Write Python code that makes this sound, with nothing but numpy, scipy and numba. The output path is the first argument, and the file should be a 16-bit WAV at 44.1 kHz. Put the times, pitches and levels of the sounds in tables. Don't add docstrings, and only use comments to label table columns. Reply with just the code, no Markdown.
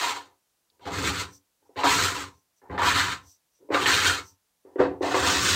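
import sys
import numpy as np
from scipy import signal
from scipy.fft import rfft, irfft
from scipy.io import wavfile
from scipy.ndimage import uniform_filter1d
from numba import njit

SR = 44100
rng = np.random.default_rng(int(sys.argv[2]) if len(sys.argv) > 2 else 0)


def transcribe(signal):
    frames = np.atleast_2d(signal).T
    limited = np.clip(frames, -1, 1)
    pcm = np.round(limited * 32767).astype(np.int16)
    wavfile.write(sys.argv[1], SR, pcm)


N = 244755
TIME = np.arange(N) / SR


def undb(db):
    return np.exp(np.asarray(db) * np.log(10) / 20)


def unit(x):
    return x / np.sqrt(np.mean(x ** 2))


def band(x, lo_hz, hi_hz, order=4):
    sos = signal.butter(order, [lo_hz, min(hi_hz, .45 * SR)], "band", fs=SR, output="sos")
    return signal.sosfilt(sos, x)


def colour(x, points, size=2048):
    hz, db = np.transpose(points)
    bin_hz = np.arange(size // 2 + 1) * SR / size
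    log_gain = np.log(undb(np.interp(np.log(bin_hz + 1), np.log(hz), db)))
    cepstrum = irfft(log_gain)
    cepstrum[1:size // 2] *= 2
    cepstrum[size // 2 + 1:] = 0
    return signal.fftconvolve(x, irfft(np.exp(rfft(cepstrum))))[:len(x)]


def fade(t, t60):
    return np.exp(-np.log(1000) * t / t60)


def walk(rate_hz):
    step = int(SR / rate_hz)
    held = np.repeat(rng.standard_normal(N // step + 1), step)
    return unit(uniform_filter1d(held, step)[:N])


def placed(x, start):
    return np.concatenate([np.zeros(int(max(start, 0) * SR)), x, np.zeros(N)])[:N]


@njit
def resonate(x, hz, width_hz):
    y, band_state, low_state = np.empty(len(x)), 0., 0.
    for i in range(len(x)):
        g, damping = np.tan(np.pi * hz[i] / SR), width_hz / hz[i]
        v = (band_state + g * (x[i] - low_state)) / (1 + g * (g + damping))
        band_state, low_state = 2 * v - band_state, low_state + 2 * g * v
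        y[i] = damping * v
    return y


# frequency in Hz, relative level in dB.
HISS_SPECTRUM = [(18, -44), (30, -5.5), (907, -7), (1890, -10.5), (2210, -11), (4370, -10), (6310, -9.5),
                 (14200, -12), (15800, -14)]


def hiss(level_db=-74):
    return undb(level_db) * unit(colour(rng.standard_normal(N), HISS_SPECTRUM))


# centre time in seconds, width in seconds, peak rms level in dB.
HAND_SWINGS = [(1.347, 0.07, -55), (1.668, 0.038, -78), (2.35, 0.13, -72), (2.583, 0.035, -70),
               (3.298, 0.11, -57), (3.564, 0.082, -73), (4.273, 0.1, -56)]


def swishes(length=0.32):
    t = TIME[:int(length * SR)] - length / 2
    noise = rng.standard_normal((len(HAND_SWINGS), len(t)))
    rustles = unit(band(noise, 5700, 6350, order=2) + .5 * band(noise, 5000, 9000, order=2)
                   + .22 * band(noise, 9500, 14500, order=2))
    return sum(placed(rustle * undb(db) * np.exp(-(2 * t / width) ** 2), centre + t[0])
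               for rustle, (centre, width, db) in zip(rustles, HAND_SWINGS))


# start in seconds, nominal peak level in dB.
COATING_TICKS = [(0.7, -50.5), (.823, -58)]


def ticks(t60=0.028, crest_db=9):
    t = TIME[:SR // 20]
    snap = unit(band(rng.standard_normal(len(t)), 3500, 4900, order=2)) * fade(t, t60)
    return sum(placed(undb(db - crest_db) * snap, start) for start, db in COATING_TICKS)


# frequency in Hz, t60 in seconds,
# gain in dB when driven on the side wall, gain in dB when driven on the bottom.
SHELL_MODES = [(77.5, 0.067, -6.5, -3.5), (92, .17, -2, -3.5), (116, 0.19, -13, -6),
               (171.6, 0.092, -10, -7.5), (200, 0.081, -24.5, -25.5), (284.6, 0.16, 0.5, 2.5),
               (326, 0.057, -8.5, -3.5), (376.9, 0.24, -2.5, 5.5), (412.5, 0.041, -5, -6.5),
               (495.5, 0.19, -3.5, 1.5), (534.4, 0.28, -7, -1.5), (703.6, 0.16, -2.5, -0.5),
               (823.2, 0.073, -1, -19.5), (909, 0.38, 2, 3), (964, 0.13, 4, 2), (1051.7, 0.28, 2.5, -16),
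               (1181, .14, -7, -6), (1250, .19, -8, -2), (1322, .19, 2, -5), (1391, .19, -5, -20),
               (1470, .17, -4, -19), (1569, 0.11, -2, -35), (1795, 0.12, -0.5, 5)]
WALL, BOTTOM = 0, 1
# frequency in Hz, relative gain in dB.
WALL_SPECTRUM = [(500, -35.5), (850, -2), (882, -0.5), (948, 0), (1180, -6), (1500, -4), (2300, -9.5),
                 (4070, -9), (5520, -18), (7300, -16), (8760, -20.5), (9890, -31.5), (11300, -51),
                 (14400, -26), (15500, -32.5)]
# frequency in Hz, relative gain in dB.
BOTTOM_SPECTRUM = [(440, -23.5), (750, -4.5), (873, -6.5), (919, 1.5), (1260, -5), (1780, 0), (2290, -7.5),
                   (2530, -0.5), (3940, -2), (5410, -8.5), (7250, -9), (8760, -15), (10100, -31),
                   (14400, -27), (15500, -17)]


def tub_response(place, hollow_db, hollow_t60, direct=0.54):
    t = TIME[:SR // 4]
    spectrum = WALL_SPECTRUM if place == WALL else BOTTOM_SPECTRUM

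    def tint(x):
        return undb(hollow_db) * band(colour(x, spectrum), 300, SR / 2, order=1)

    shell = tint(direct * (t == 0))
    for hz, t60, *gains_db in SHELL_MODES:
        amplitude = undb(gains_db[place]) * 2 * np.log(1000) / (t60 * SR)
        shell += amplitude * fade(t, t60) * np.cos(2 * np.pi * hz * t)
    tails = [unit(rng.standard_normal(len(t)) * fade(t, hollow_t60)) for _ in range(3)]
    return shell, [tint(tail / np.sqrt(len(t))) for tail in tails]


def slips(per_second, scatter_db, chatter_hz, chatter_db, uneven_db):
    clicks = (rng.random(N) < per_second / SR) * rng.choice([-1, 1], N)
    sizes = undb(scatter_db * rng.standard_normal(N))
    cycles = np.cumsum(chatter_hz * np.exp(.4 * walk(90))) / SR
    return unit(clicks * sizes * undb(-chatter_db * (cycles % 1) + uneven_db * walk(55)))


# lower and upper limit in Hz, level in the coating and on the enamel in dB relative to
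# FIRM_DB, exponent of growth with pressure.
DRAG_BANDS = [(68, 220, -19, -10, 0.49), (230, 540, -2.5, -10.5, 0.68), (573, 860, -1.5, -18.5, 0.82),
              (944, 2215, 1, 0, 1.03), (2155, 4600, -12, -3, 1.185), (5080, 14700, -16.5, -3.5, 1.166)]
FIRM_DB, LOOSE_BLADE_HZ = -28, 980
CUSHION_DB, CUSHION_S = 14, 0.015
LANDING_DB, LANDING_S = 26.5, 0.02


def drag(t, pressure_db, bite, tone_db, blade_hz, response, force):
    effort_db = pressure_db - FIRM_DB
    bend = undb(np.minimum(effort_db, 0)) ** .1
    ring_hz = (LOOSE_BLADE_HZ + bite * (blade_hz - LOOSE_BLADE_HZ)) * bend
    blade = resonate(force, np.clip(ring_hz, 800, 3000), width_hz=470.) + 0.24 * force
    blade *= np.std(band(force, 800, 2000)) / np.std(band(blade, 800, 2000))
    shudder_db, push_db, honk_db, edge_db, grit_db = tone_db
    cushion_db = CUSHION_DB * np.exp(-t / CUSHION_S)
    parts = [(force, shudder_db), (force, push_db), (force, honk_db), (blade, 0),
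             (force, edge_db - cushion_db), (force, grit_db - cushion_db)]
    out = np.zeros(len(t))
    for (source, trim_db), (lo_hz, hi_hz, coating_db, enamel_db, growth) in zip(parts, DRAG_BANDS):
        surface_db = coating_db + bite * (enamel_db - coating_db)
        db = FIRM_DB + growth * effort_db + surface_db + trim_db
        tub_gain = np.sqrt(np.sum(band(response, lo_hz, hi_hz) ** 2))
        lead_s = .006 + 1 / lo_hz
        out += band(source, lo_hz, hi_hz) * undb(np.interp(t + lead_s, t, db)) / tub_gain
    return out * undb(-LANDING_DB * np.clip(1 - t / LANDING_S, 0, 1))


# start in seconds, length in seconds, initial pressure in dB, its fall
# in dB (negative for a rise), trims of shudder, push and edge in dB.
SKIDS = [(0.703, 0.17, -89.5, 1, -7.5, -3, -2), (0.793, 0.096, -67.5, -19, -0.5, -11, 19),
         (1.605, .15, -75.5, 3, -6, -7, -5), (1.75, 0.094, -41.5, -10.5, 0.5, -5, 9.5),
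         (2.61, 0.11, -63.5, -2, -10, -4, -10), (2.685, .1, -45.5, -5, 15, 1, -2.5),
         (3.59, 0.26, -82, 5.5, -2.5, 12, -2.5), (4.636, 0.13, -64, 12.5, -6.5, 4, -8),
         (4.778, 0.23, -18, 53, 12.5, 10.5, -4.5)]


def skids(begin, end, response, force, release_s=.014):
    out = np.zeros(N)
    for start, length, db, fall_db, shudder_db, push_db, edge_db in SKIDS:
        if begin <= start < end:
            inside = (TIME >= start) & (TIME <= start + length)
            t = TIME[inside] - start
            contact = np.clip((length - t) / release_s, 0, 1)
            tone_db = (shudder_db, push_db, 0, edge_db, edge_db - 6)
            skid = drag(t, db - fall_db * t / length, 0, tone_db, LOOSE_BLADE_HZ, response, force[inside])
            out += placed(contact * skid, start)
    return out


# start in seconds, nominal peak level in dB, dull share and
# bright share in dB relative to the middle band.
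BLOWS = [(0.795, -51.5, 1, -10), (0.855, -34, -2, -2.5), (1.693, -43.5, 31, -33), (1.759, -33, 2, -18),
         (1.835, -11, -21, -12.5), (2.617, -50, -4, -28), (2.698, -31, 8, -32), (2.779, -17, -10.5, -13),
         (3.589, -64, 23, -18), (3.689, -29.5, 23, -20), (3.704, -15, 18, -30), (3.745, -8.5, -2, -9),
         (3.859, -10, -13, -4), (4.65, -43.5, 23, -15.5), (4.758, -18.5, 23.5, -27),
         (4.793, -10.5, 14, -30), (4.801, -5, 16.5, -14), (4.837, -15.5, 18.5, -0.5),
         (5.008, -14.5, 34, -10), (5.143, -10.5, 5, -16)]


def knocks(begin, end, response, crunch=0.066, crunch_t60=0.049, crest_db=11):
    rows = [row for row in BLOWS if begin <= row[0] < end]
    starts, db, dull_db, bright_db = np.transpose(rows)[:, :, None]
    t = TIME[:SR // 20]
    blows = (t == 0) + crunch * rng.standard_normal((len(rows), len(t))) * fade(t, crunch_t60)

    def ring_rms(x):
        ring = signal.fftconvolve(x, response[None, :len(t)], axes=1)
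        return np.std(ring[:, :SR // 50], axis=1, keepdims=True)

    force = 0
    for lo_hz, hi_hz, share_db in [(315, 620, dull_db), (750, 1900, 0), (2200, 5000, bright_db)]:
        part = band(blows, lo_hz, hi_hz, order=3)
        force = force + undb(share_db) * part / ring_rms(part)
    force = force * undb(db - crest_db) / ring_rms(force)
    return sum(placed(blow, start) for blow, start in zip(force, starts[:, 0]))


def sticking(hold_s=.018, dip_db=-4):
    held = np.any([(TIME > start - hold_s) & (TIME < start) for start, *_ in BLOWS], axis=0)
    return undb(dip_db * uniform_filter1d(1. * held, SR // 400))


# time in seconds,
# pressure in dB on the scale of FIRM_DB.
HAND_PRESSURE = [
    [(-.1, -31.5), (.1, -29.5), (.16, -36), (.195, -44.5), (.245, -52), (.37, -84)],
    [(.845, -43.5), (.872, -42), (.905, -37.5), (.945, -32), (1.02, -34.5), (1.08, -29), (1.125, -37),
     (1.205, -31), (1.31, -57), (1.41, -90.5)],
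    [(1.822, -27.5), (1.85, -17.5), (1.91, -23.5), (1.965, -27.5), (2.06, -25.5), (2.145, -37), (2.22, -35),
     (2.385, -79)],
    [(2.768, -35.5), (2.79, -23.5), (2.845, -23.5), (2.878, -20), (2.945, -25), (2.995, -21), (3.07, -30.5),
     (3.135, -34), (3.29, -75)],
    [(3.695, -49.5), (3.75, -21), (3.8, -27.5), (3.87, -22.5), (3.935, -22.5), (4.01, -26), (4.075, -23),
     (4.17, -31.5), (4.34, -82.5)],
    [(5.0, -58), (5.034, -32), (5.11, -32), (5.16, -26), (5.225, -30), (5.26, -25), (5.39, -31),
     (5.5, -26.5), (5.55, -29)],
]
# time to cut through the coating in seconds, trims of shudder, push,
# honk, edge and grit in dB, blade resonance at full bite in Hz, low swell of the dig in dB.
STROKE_TIMBRES = [(.05, -19.5, -3, 7.5, 0.5, -3, 990, 0.5), (.17, 2, 0.5, 1.5, 1.5, -1, 1390, 6.5),
                  (.12, -2, -1, 2.5, 0, -0.5, 1300, 3), (.15, -1.5, -6, 0.5, -2, -6.5, 1342, 3.5),
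                  (.24, -3.5, -2, 0.5, -0.5, -3, 1430, 1.5), (.5, 2.5, 2.5, 1.5, 4.5, 4, 1310, -3.5)]
DIG_AT, DIG_WIDTH = 0.35, 0.12


def strokes(begin, end, response, force):
    out = np.zeros(N)
    for curve, timbre in zip(HAND_PRESSURE, STROKE_TIMBRES):
        times, pressure_db = np.transpose(curve)
        cut_s, shudder_db, push_db, honk_db, edge_db, grit_db, blade_hz, dig_db = timbre
        if begin <= times[-1] < end:
            inside = (TIME >= times[0]) & (TIME <= times[-1])
            t = TIME[inside] - times[0]
            load_db = np.interp(TIME[inside], times, pressure_db)
            bite = np.sin(np.pi / 2 * np.clip(t / cut_s, 0, 1)) ** 2
            swell_db = dig_db * np.exp(-((np.linspace(0, 1, len(t)) - DIG_AT) / DIG_WIDTH) ** 2)
            tone_db = (shudder_db + swell_db, push_db + swell_db, honk_db + .7 * swell_db,
                       edge_db, grit_db)
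            out += placed(drag(t, load_db, bite, tone_db, blade_hz, response, force[inside]), times[0])
    return out


def scraping(tub, force, begin, end):
    shell, hollows = tub
    response = (shell + hollows[0])[:SR // 10]
    friction = strokes(begin, end, response, force) + skids(begin, end, response, force)
    drive = sticking() * friction + knocks(begin, end, response)
    drive = drive[(TIME >= begin) & (TIME < end)]
    shares = np.array([walk(70)[:len(drive)] for _ in hollows])
    shares /= np.sqrt(np.sum(shares ** 2, axis=0))
    reflected = sum(signal.fftconvolve(drive * share, hollow) for share, hollow in zip(shares, hollows))
    return placed(signal.fftconvolve(drive, shell) + reflected, begin)


def scene(bottom_from_s=4.5):
    wall = tub_response(WALL, hollow_db=0.5, hollow_t60=0.12)
    bottom = tub_response(BOTTOM, hollow_db=1.0, hollow_t60=0.17)
    wall_force = slips(per_second=5000, scatter_db=3.0, chatter_hz=130.3, chatter_db=9.0, uneven_db=1.54)
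    bottom_force = slips(per_second=6000, scatter_db=4.0, chatter_hz=114.7, chatter_db=6.5, uneven_db=1.0)
    out = scraping(wall, wall_force, 0, bottom_from_s)
    out += scraping(bottom, bottom_force, bottom_from_s, np.inf)
    out += swishes() + ticks() + hiss()
    return np.array([out, out])


def record(dry, top_hz=15750):
    return signal.sosfilt(signal.ellip(10, .2, 80, top_hz, fs=SR, output="sos"), dry)


dry = scene()
out = record(dry)
transcribe(out)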